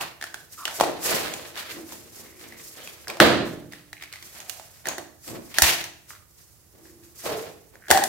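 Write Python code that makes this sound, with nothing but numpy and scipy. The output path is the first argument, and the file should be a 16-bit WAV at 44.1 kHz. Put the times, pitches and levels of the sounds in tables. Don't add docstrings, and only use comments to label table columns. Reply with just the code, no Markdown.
import sys
import numpy as np
from scipy import signal
from scipy.fft import rfft, irfft, next_fast_len
from scipy.io import wavfile
from scipy.ndimage import map_coordinates

SR = 44100
rng = np.random.default_rng(int(sys.argv[2]) if len(sys.argv) > 2 else 0)


def transcribe(signal):
    frames = np.atleast_2d(signal).T
    limited = np.clip(frames, -1, 1)
    pcm = np.round(limited * 32767).astype(np.int16)
    wavfile.write(sys.argv[1], SR, pcm)


N = 356328

# (time [s], level [dB])
POP = (3.2019, 5.5)
# (frequency [Hz], width [Hz], level [dB])
POP_MODES = [(370, 200, -3), (680, 270, -5), (1395, 360, 6.5), (1800, 300, 6), (2600, 700, -2),
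             (4100, 2400, -14)]
# (frequency [Hz], level [dB per Hz])
POP_SPREAD = [(50, -23), (100, -11), (180, -5), (330, -2.5), (600, -0.5), (900, -7), (1300, -6), (1700, -6),
              (2400, -11), (4200, -11), (5500, -21.5), (9000, -25), (15000, -26.5)]
# (time [s], level [dB], ring [Hz], crack over ring [dB],
# knock over ring [dB], crack centre [Hz], left over right [dB])
CRACKS = [(0.654, -25.5, 3130, 0.5, -15.5, 2340, 1), (0.8097, -13.5, 676, -5, -2, 3100, 1),
          (4.4964, -43.5, 7700, 12.5, -14, 5150, -16.5), (4.87, -30, 1780, -0.5, -5.5, 4400, -2.5),
          (4.8867, -24.5, 6430, -2.5, -10, 3930, -1), (4.982, -34, 1890, 1.5, 1.5, 3420, -1),
          (5.5847, -16.5, 1730, 4.5, -13, 3700, -2), (5.5944, -29, 1470, -4, 0.5, 3760, 0),
          (5.6209, -13.5, 1843, 9, -6, 6000, -2.5), (7.9042, -16.5, 640, -0.5, -28, 3640, 0),
          (7.9115, -6.5, 1700, -1, -8, 5200, 0), (8.0383, -27, 1710, 9, -2, 6440, 1)]
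# (time [s], level [dB], ring [Hz], crack over ring [dB])
TICKS = [(0.0106, -32.5, 2690, -8), (0.2127, -39.5, 1700, 2), (0.2253, -31, 1800, -2),
         (0.24, -32.5, 1640, -0.5), (0.3427, -32.5, 1660, -1), (0.6785, -29.5, 1500, -2),
         (0.7999, -24, 1040, -1), (0.8373, -23.5, 646, -7), (1.3383, -33.5, 6800, 3),
         (1.564, -39, 1630, -9), (1.576, -38.5, 3520, 1), (1.9224, -44.5, 890, 3),
         (2.5234, -41.5, 1950, -8), (2.8744, -41, 2600, 1), (3.0722, -37, 1650, -10),
         (3.0817, -39, 5070, 6.5), (3.1007, -33, 2370, -2), (3.1705, -38.5, 650, -2.5),
         (3.2002, -19, 695, -13), (3.7232, -45.5, 2270, 3), (3.7342, -39.5, 1870, -4.5),
         (3.93, -37, 1930, -1), (4.0243, -39.5, 2050, 1.5), (4.0373, -40.5, 2170, -1),
         (4.1268, -45.5, 4450, 7), (4.137, -41.5, 2040, 0), (4.1578, -43, 2070, -2),
         (4.226, -49, 2100, 7.5), (4.403, -41.5, 6600, 2), (4.5973, -41, 700, -3),
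         (4.8562, -31.5, 1830, -4.5), (5.2787, -40, 7800, 0), (5.841, -46, 4350, 15),
         (6.1054, -45, 1904, -5.5), (7.7555, -48.5, 1680, -7), (7.8835, -37, 1640, -1),
         (7.9197, -17.5, 800, -16), (7.9744, -20, 720, -0.5)]
TICK_KNOCK_DB, TICK_CRACK_HZ, TICK_PAN_DB = -11, 3600, -1.6
# (frequency [Hz], width [Hz], level [dB])
CAPSULE_MODES = [(343, 92, -5.5), (620, 50, -3.5), (800, 170, -1.5)]
# (start [s], rise [s], fade [s], level [dB],
# hand cavity [Hz], wall over cavity [dB])
RUBS = [(0.0, 0.015, .1, -33.5, 853, 4), (0.2, .03, .14, -50, 800, 6), (0.32, .03, 0.18, -53.5, 449, 0),
        (0.65, 0.026, .16, -40.5, 830, 1.5), (0.79, .022, .22, -26.5, 470, -5.5),
        (1.02, .13, 0.34, -29, 545, 0.5), (1.54, .055, .15, -43, 650, 9.5),
        (1.66, .06, .12, -47.5, 340, 8.5), (1.72, .07, .15, -42.5, 320, -9),
        (1.87, .05, .3, -47, 340, -3.5), (2.08, .14, .4, -51.5, 350, -3), (2.38, .06, .45, -49.5, 340, -1),
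        (2.75, .04, .38, -48, 485, 4), (3.07, .035, .17, -36, 600, -5.5), (3.71, .02, .2, -61, 430, 13),
        (4.0, .03, .15, -65, 490, 16.5), (4.11, .03, .12, -62.5, 620, 17.5),
        (4.2, .04, .3, -58.5, 297.8, 4), (4.29, 0.094, .55, -53, 730, 3),
        (4.845, .045, 0.088, -35, 699.4, 0.5), (4.97, .02, 0.11, -42.5, 640, -5),
        (5.262, .035, .12, -37.5, 330, -9), (5.33, .025, 0.13, -37.5, 310, -11.5),
        (5.48, .04, .1, -56, 317, 7), (6.079, .035, 0.12, -63, 610, 14), (6.72, 0.045, .7, -56.5, 331, -11),
        (7.236, 0.035, 0.19, -30.5, 565, -4.5), (7.27, .05, .18, -33.5, 534, -4),
        (7.42, .05, .08, -45.5, 430, 1.5), (7.72, .02, .15, -53.5, 490, -7.5),
        (7.891, 0.023, 0.23, -27, 520, 1)]
RUB_SKIN_DB = -8.5
# (start [s], rise [s], fade [s], level [dB])
BRUSHES = [(0.36, .06, .15, -52), (0.49, .045, .15, -45), (0.56, 0.045, .12, -41), (0.69, .09, .12, -36.5),
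           (1.008, 0.066, .24, -23), (1.42, 0.063, 0.13, -46), (1.66, .07, 0.2, -42.5),
           (1.84, 0.06, 0.42, -44), (2.08, 0.11, 0.25, -44.5), (2.35, 0.062, 0.38, -49.5),
           (2.56, .05, .45, -41.5), (2.8, .08, .2, -46.5), (2.95, .07, .15, -51), (3.42, .07, .18, -46.5),
           (4.19, 0.067, .25, -47), (4.28, 0.092, .25, -46.5), (4.451, 0.049, 0.34, -44),
           (4.721, .06, .2, -52.5), (5.2, 0.098, 0.13, -41), (5.39, 0.098, 0.35, -48.5),
           (6.061, 0.07, 0.078, -46), (6.34, .06, 0.39, -54.5), (6.75, 0.14, .22, -55.5),
           (7.0, 0.064, 0.095, -51.5), (7.13, 0.075, 0.23, -45), (7.21, .055, .09, -34.5),
           (7.32, .09, 0.14, -42)]
BRUSH_CAVITY_DB, BRUSH_WALL_DB = -16.5, -10
SWING_DB, RISE_SHAPE, FADE_SHAPE = 20.5, 2, 1
HOLD_HZ, HOLD_CAVITY_DB, HOLD_WALL_DB, HOLD_SKIN_DB = 340, -69, -73.5, -63
# (frequency [Hz], level [dB per Hz])
WALL_COLOUR = [(600, -31.5), (1100, -4.5), (1400, -4.5), (1850, -2), (2500, -4), (3300, -5.5), (4500, -6.5),
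               (7000, -21.5)]
# (frequency [Hz], level [dB per Hz])
SKIN_COLOUR = [(2500, -23), (5000, -2), (7000, -1), (10000, -4.5), (13000, -2), (16000, -9.5)]
# (time [s], level [dB])
RIM_SLIDE = [(5.541, -40.5), (5.575, -32), (5.615, -36), (5.635, -13), (5.70, -18.5), (5.74, -25),
             (5.80, -33.5), (5.90, -48)]
# (frequency [Hz], level [dB per Hz])
RIM_COLOUR = [(60, -14.5), (150, -5), (260, -14.5), (800, -1), (1200, -4.5), (1900, 1), (2800, 1.5),
              (5000, -3.5), (8000, -9), (12000, -7.5), (16000, -13)]
# (time [s], level [dB])
PARTING = [(7.87, -70), (7.897, -39), (7.91, -10.5), (7.945, -24.5), (7.975, -14.5), (8.0, -30.5),
           (8.04, -24), (8.08, -42)]
# (frequency [Hz], width [Hz], level [dB])
CUP_MODES = [(610, 61, -5.5), (775, 36, 1.5), (1710, 52, -14.5), (1930, 65, -11)]
# (start [s], end [s], start pitch [Hz], end pitch [Hz], level [dB])
HUSKY_NOTES = [(0.568, 0.665, 1328, 1086, -41.5), (0.67, 0.789, 909, 570, -48),
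               (1.739, 1.862, 312.6, 330, -43), (2.21, 2.541, 340, 351.5, -56.5),
               (2.761, 2.931, 3080, 3330, -53), (4.329, 4.678, 800, 680, -59),
               (6.737, 7.156, 340, 316.2, -59), (7.233, 7.398, 661, 636, -36.5),
               (7.24, 7.468, 419, 456.4, -37)]
# (start [s], end [s], rate [slips per s], ring [Hz],
# first level [dB], last level [dB])
CREAKS = [(2.251, 2.605, 130, 2090, -60.5, -56), (3.948, 4.08, 62, 2200, -50, -48),
          (6.106, 6.168, 130, 1290, -47, -59.5), (6.849, 6.92, 45, 1800, -54.5, -63),
          (7.824, 7.9, 150, 1700, -52, -51.5)]
# (time [s], level [dB], pitch [Hz], t60 [s])
THUDS = [(3.201, -23.5, 64.85, 0.28), (5.298, -42, 115, 0.3), (5.626, -15.5, 72, 0.098),
         (7.912, -28.5, 75, 0.15)]
# (frequency [Hz], t60 [s])
ROOM_DECAY = [(100, 0.95), (300, 0.69), (1000, 0.53), (3000, 0.53), (6000, 0.48), (14000, 0.3)]
# (frequency [Hz], level [dB], t60 [s])
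ROOM_MODES = [(127, -5.5, 1), (163, -7, 1), (227, 2, 0.62), (296.6, -2, 1), (343, 3, 0.73),
              (433, -9.5, 0.25), (466, -1.5, 0.41), (505, -11.5, .7), (623.5, -1.5, 0.65)]
# (frequency [Hz], level [dB per Hz])
ROOM_TONE = [(15, -73), (25, -37), (49, -11.5), (76, -5.5), (99, -5.5), (113, -6.5), (404, -34),
             (450, -36.5), (815, -29.5), (884, -29), (3410, -37.5), (7260, -31), (15900, -28)]
# (frequency [Hz], likeness [0 to 1])
ALIKE = [(60, 0.6), (250, 0.57), (600, 0.45), (1500, 0.43), (4000, 0), (12000, 0)]
LEAD_S = 0.00005
BLOW_SECONDS = .006
TOP_HZ = 15850


def pop():
    near, far = np.zeros((2, N)), np.zeros((2, N))
    t = np.arange(SR // 10) / SR
    force = release(t, t60=0.0051, rough=0.28)
    bang = filtered(body(force, POP_MODES), lambda f: 1 / (1 + 1j * f / 4500))
    s, db = POP
    add(near, s, amp(db) * (unit_blow(bang) + amp(-30.5) * unit_blow(force)))
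    add(far, s, amp(db + 11.0) * unit_blow(1. * (t == 0)))
    return near + panned(room(far, POP_SPREAD), -2.7)


def cracks():
    out = np.zeros((2, N))
    for s, db, ring_hz, crack_db, knock_db, crack_hz, pan_db in CRACKS:
        add(out, s, panned(click(db, ring_hz, crack_db, knock_db, crack_hz), pan_db))
    return out


def ticks():
    out = np.zeros((2, N))
    for s, db, ring_hz, crack_db in TICKS:
        tick = click(db, ring_hz, crack_db, TICK_KNOCK_DB, TICK_CRACK_HZ)
        add(out, s, panned(tick, TICK_PAN_DB))
    return out


def click(db, ring_hz, crack_db, knock_db, crack_hz):
    t = np.arange(SR // 10) / SR
    ring_force = release(t, t60=0.011, rough=0.68)
    ring = filtered(ring_force, lambda f: resonance(f, ring_hz, 330 + 0.087 * ring_hz) ** 2)
    hollow = body(release(t, t60=0.004, rough=0.46), CAPSULE_MODES)
    knock = filtered(hollow, lambda f: resonance(f, 520, 1100))
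    crack_force = release(t, t60=0.023, rough=1.7)
    crack = filtered(crack_force,
                     lambda f: resonance(f, crack_hz, 1.8 * crack_hz) * resonance(f, 4000, 23000))
    mix = unit_blow(ring) + amp(knock_db) * unit_blow(knock) + amp(crack_db) * unit_blow(crack)
    return amp(db) * mix


def release(t, t60, rough):
    push = unit_blow(1. * (t == 0))
    chatter = unit_blow(stereo_noise(len(t)) * amp(-60 * t / t60))
    return push + rough * chatter


def rubbing():
    rub = friction(slips_per_s=340, slip_share=0.72, spread_db=3, flutter_db=1)
    f, frames, z = signal.stft(rub, SR, nperseg=512)
    f = f[:, None]
    centre, gains = hands(frames)
    cavity_gain, wall_gain, skin_gain = [np.interp(np.arange(N) / SR, frames, g) for g in gains]
    hollow = abs(resonance(f, centre, 0.82 * centre) * resonance(f, 310, 1100))
    hollow = hollow / np.linalg.norm(hollow, axis=0)
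    cavity = unit(signal.istft(z * hollow, SR, nperseg=512)[1][:, :N])
    flesh = unit(filtered(stereo_noise(N), lambda f: resonance(f, 140, 200) ** 2))
    wall = coloured(friction(slips_per_s=200, slip_share=0.54, spread_db=4.5, flutter_db=2.0), WALL_COLOUR)
    skin = coloured(friction(slips_per_s=560, slip_share=0.087, spread_db=3, flutter_db=2.17), SKIN_COLOUR)
    mix = cavity_gain * (cavity + amp(-16.0) * flesh) + wall_gain * wall + skin_gain * skin
    return panned(mix, -1.2)


def hands(t):
    brush = sum(amp(db) ** 2 * swell(t, start, rise, fade) for start, rise, fade, db in BRUSHES)
    cavity = amp(HOLD_CAVITY_DB) ** 2 + amp(BRUSH_CAVITY_DB) ** 2 * brush
    wall = amp(HOLD_WALL_DB) ** 2 + amp(BRUSH_WALL_DB) ** 2 * brush
    skin = amp(HOLD_SKIN_DB) ** 2 + brush
    weighted_hz = HOLD_HZ * cavity
    for start, rise, fade, db, hz, wall_db in RUBS:
        power = amp(db) ** 2 * swell(t, start, rise, fade)
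        cavity = cavity + power
        weighted_hz = weighted_hz + hz * power
        wall = wall + amp(wall_db) ** 2 * power
        skin = skin + amp(wall_db + RUB_SKIN_DB) ** 2 * power
    return weighted_hz / cavity, np.sqrt([cavity, wall, skin])


def swell(t, start, rise, fade):
    past = t - start - rise
    rising = np.maximum(-past / rise, 0) ** RISE_SHAPE
    fading = np.maximum(past / fade, 0) ** FADE_SHAPE
    return amp(-SWING_DB * (rising + fading)) ** 2


def friction(slips_per_s, slip_share, spread_db, flutter_db):
    sizes = amp(spread_db * np.clip(rng.standard_normal(N), -2, 2))
    slips = (rng.random(N) < slips_per_s / SR) * sizes
    shear = stereo_noise(N)
    pressure = amp(flutter_db * wobble(70))
    return (shear + slip_share * unit(slips * stereo_noise(N))) * pressure


def rim_slide():
    scrape = friction(slips_per_s=1400, slip_share=0.67, spread_db=1.5, flutter_db=2.5)
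    return stroke(RIM_SLIDE) * coloured(scrape, RIM_COLOUR)


def parting():
    scrape = friction(slips_per_s=420, slip_share=0.71, spread_db=1.5, flutter_db=2.0)
    cup = filtered(body(scrape, CUP_MODES), lambda f: resonance(f, 1300, 1600))
    return stroke(PARTING) * unit(cup)


def stroke(rows):
    return amp(np.interp(np.arange(N) / SR, *np.transpose(rows), left=-120, right=-120))


def husky_notes():
    out = np.zeros((2, N))
    for start, end, start_hz, end_hz, db in HUSKY_NOTES:
        n = max(round((end - start) * SR), 256)
        phase = 2 * np.pi * np.cumsum(np.linspace(start_hz, end_hz, n)) / SR
        unsteady = filtered(rng.standard_normal((2, n)), lambda f: 1 / (1 + (f / (.08 * start_hz)) ** 2))
        note = unit(unsteady[0] * np.sin(phase) + unsteady[1] * np.cos(phase))
        add(out, start, amp(db) * signal.windows.tukey(n, .5) * note)
    return panned(out, -1.5)


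def creaks():
    out = np.zeros((2, N))
    t = np.arange(SR // 20) / SR
    for start, end, rate, hz, first_db, last_db in CREAKS:
        for s in np.arange(start, end, 1 / rate):
            db = np.interp(s, [start, end], [first_db, last_db]) + rng.normal(0, 2.9)
            force = release(t, t60=0.013, rough=.5)
            slip = filtered(force, lambda f: resonance(f, hz, .33 * hz) ** 2)
            add(out, s + rng.normal(0, 0.3) / rate, amp(db) * unit_blow(slip))
    return panned(out, -2)


def thuds():
    out = np.zeros((2, N))
    t = np.arange(SR // 2) / SR
    for s, db, hz, t60 in THUDS:
        onset = 1 - np.exp(-t / 0.0058)
        add(out, s, amp(db - 60 * t / t60) * onset * np.sin(2 * np.pi * hz * t))
    return panned(out, -12.0)


def ports(x):
    return filtered(x, lambda f: np.exp(1j * np.pi * LEAD_S * np.array([f, -f])))


def room(x, colour):
    f, frames, z = signal.stft(stereo_noise(SR), SR, nperseg=256)
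    decay = amp(-60 * frames / along(ROOM_DECAY, f)[:, None])
    tail = signal.istft(z * decay, SR, nperseg=256)[1]
    t = np.arange(tail.shape[1]) / SR
    waves = sum(amp(db - 60 * t / t60) * np.sin(2 * np.pi * (hz * t + rng.random()))
                for hz, db, t60 in ROOM_MODES)
    tail = tail / np.linalg.norm(tail[0]) + amp(-17.5) * waves / np.linalg.norm(waves)
    tail = tail * (1 - np.exp(-(t / 0.0041) ** 2))
    answer = filtered(tail, lambda f: amp(along(colour, f)))
    return signal.fftconvolve(x, answer, axes=1)[:, :N]


def room_tone():
    return amp(-58.0) * panned(coloured(stereo_noise(N), ROOM_TONE), -7)


def amp(db):
    return 10 ** (np.asarray(db) / 20)


def unit(x):
    return x / np.sqrt(np.mean(x ** 2) + 1e-20)


def unit_blow(x):
    energy = np.mean(np.sum(x ** 2, axis=-1))
    return x * np.sqrt(BLOW_SECONDS * SR / energy)


def along(points, hz):
    f, v = np.transpose(points)
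    return np.interp(np.log(hz + 1), np.log(f + 1), v)


def wobble(rate):
    knots = rng.standard_normal(int(N * rate / SR) + 4)
    return map_coordinates(knots, [np.arange(N) * rate / SR])


def filtered(x, response):
    n = x.shape[-1]
    m = next_fast_len(n + SR // 10)
    return irfft(rfft(x, m) * response(np.fft.rfftfreq(m, 1 / SR)), m)[..., :n]


def resonance(f, hz, width):
    return 1j * f * width / (hz * hz - f * f + 1j * f * width)


def body(x, modes):
    return filtered(x, lambda f: sum((-1) ** k * amp(db) * resonance(f, hz, width)
                                     for k, (hz, width, db) in enumerate(modes)))


def stereo_noise(n):
    def mid_side(f):
        turn = np.arccos(np.clip(along(ALIKE, f), -1, 1)) / 2
        return np.array([np.cos(turn), np.sin(turn)])

    mid, side = filtered(rng.standard_normal((2, n)), mid_side)
    return np.array([mid + side, mid - side])


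def coloured(x, spectrum):
    return unit(filtered(x, lambda f: amp(along(spectrum, f))))


def panned(x, db):
    return x * amp([[db / 2], [-db / 2]])


def add(track, s, sound):
    part = track[:, round(s * SR):][:, :sound.shape[-1]]
    part += sound[..., :part.shape[-1]]


def gain_control(x, threshold_db, recovery_s):
    keep = np.exp(-1 / (recovery_s * SR))
    power = signal.lfilter([1 - keep], [1, -keep], np.mean(x ** 2, axis=0))
    return x / np.sqrt(1 + power / amp(threshold_db) ** 2)


def scene():
    clicks = cracks() + ticks() + creaks()
    rubs = rubbing() + husky_notes() + rim_slide() + parting()
    click_echo = room(clicks, [(300, -4.5), (800, -6.5), (1700, -7.5), (10000, -4)])
    rub_echo = room(rubs, [(200, -8.5), (2000, -9.5), (10000, -12.0)])
    return ports(clicks + rubs) + pop() + thuds() + click_echo + rub_echo + room_tone()


def record(dry):
    clipped = np.clip(gain_control(dry, threshold_db=-8.0, recovery_s=0.066), -1, 1)
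    return filtered(clipped, lambda f: 1 / np.sqrt(1 + (f / TOP_HZ) ** 240))


dry = scene()
out = record(dry)
transcribe(out)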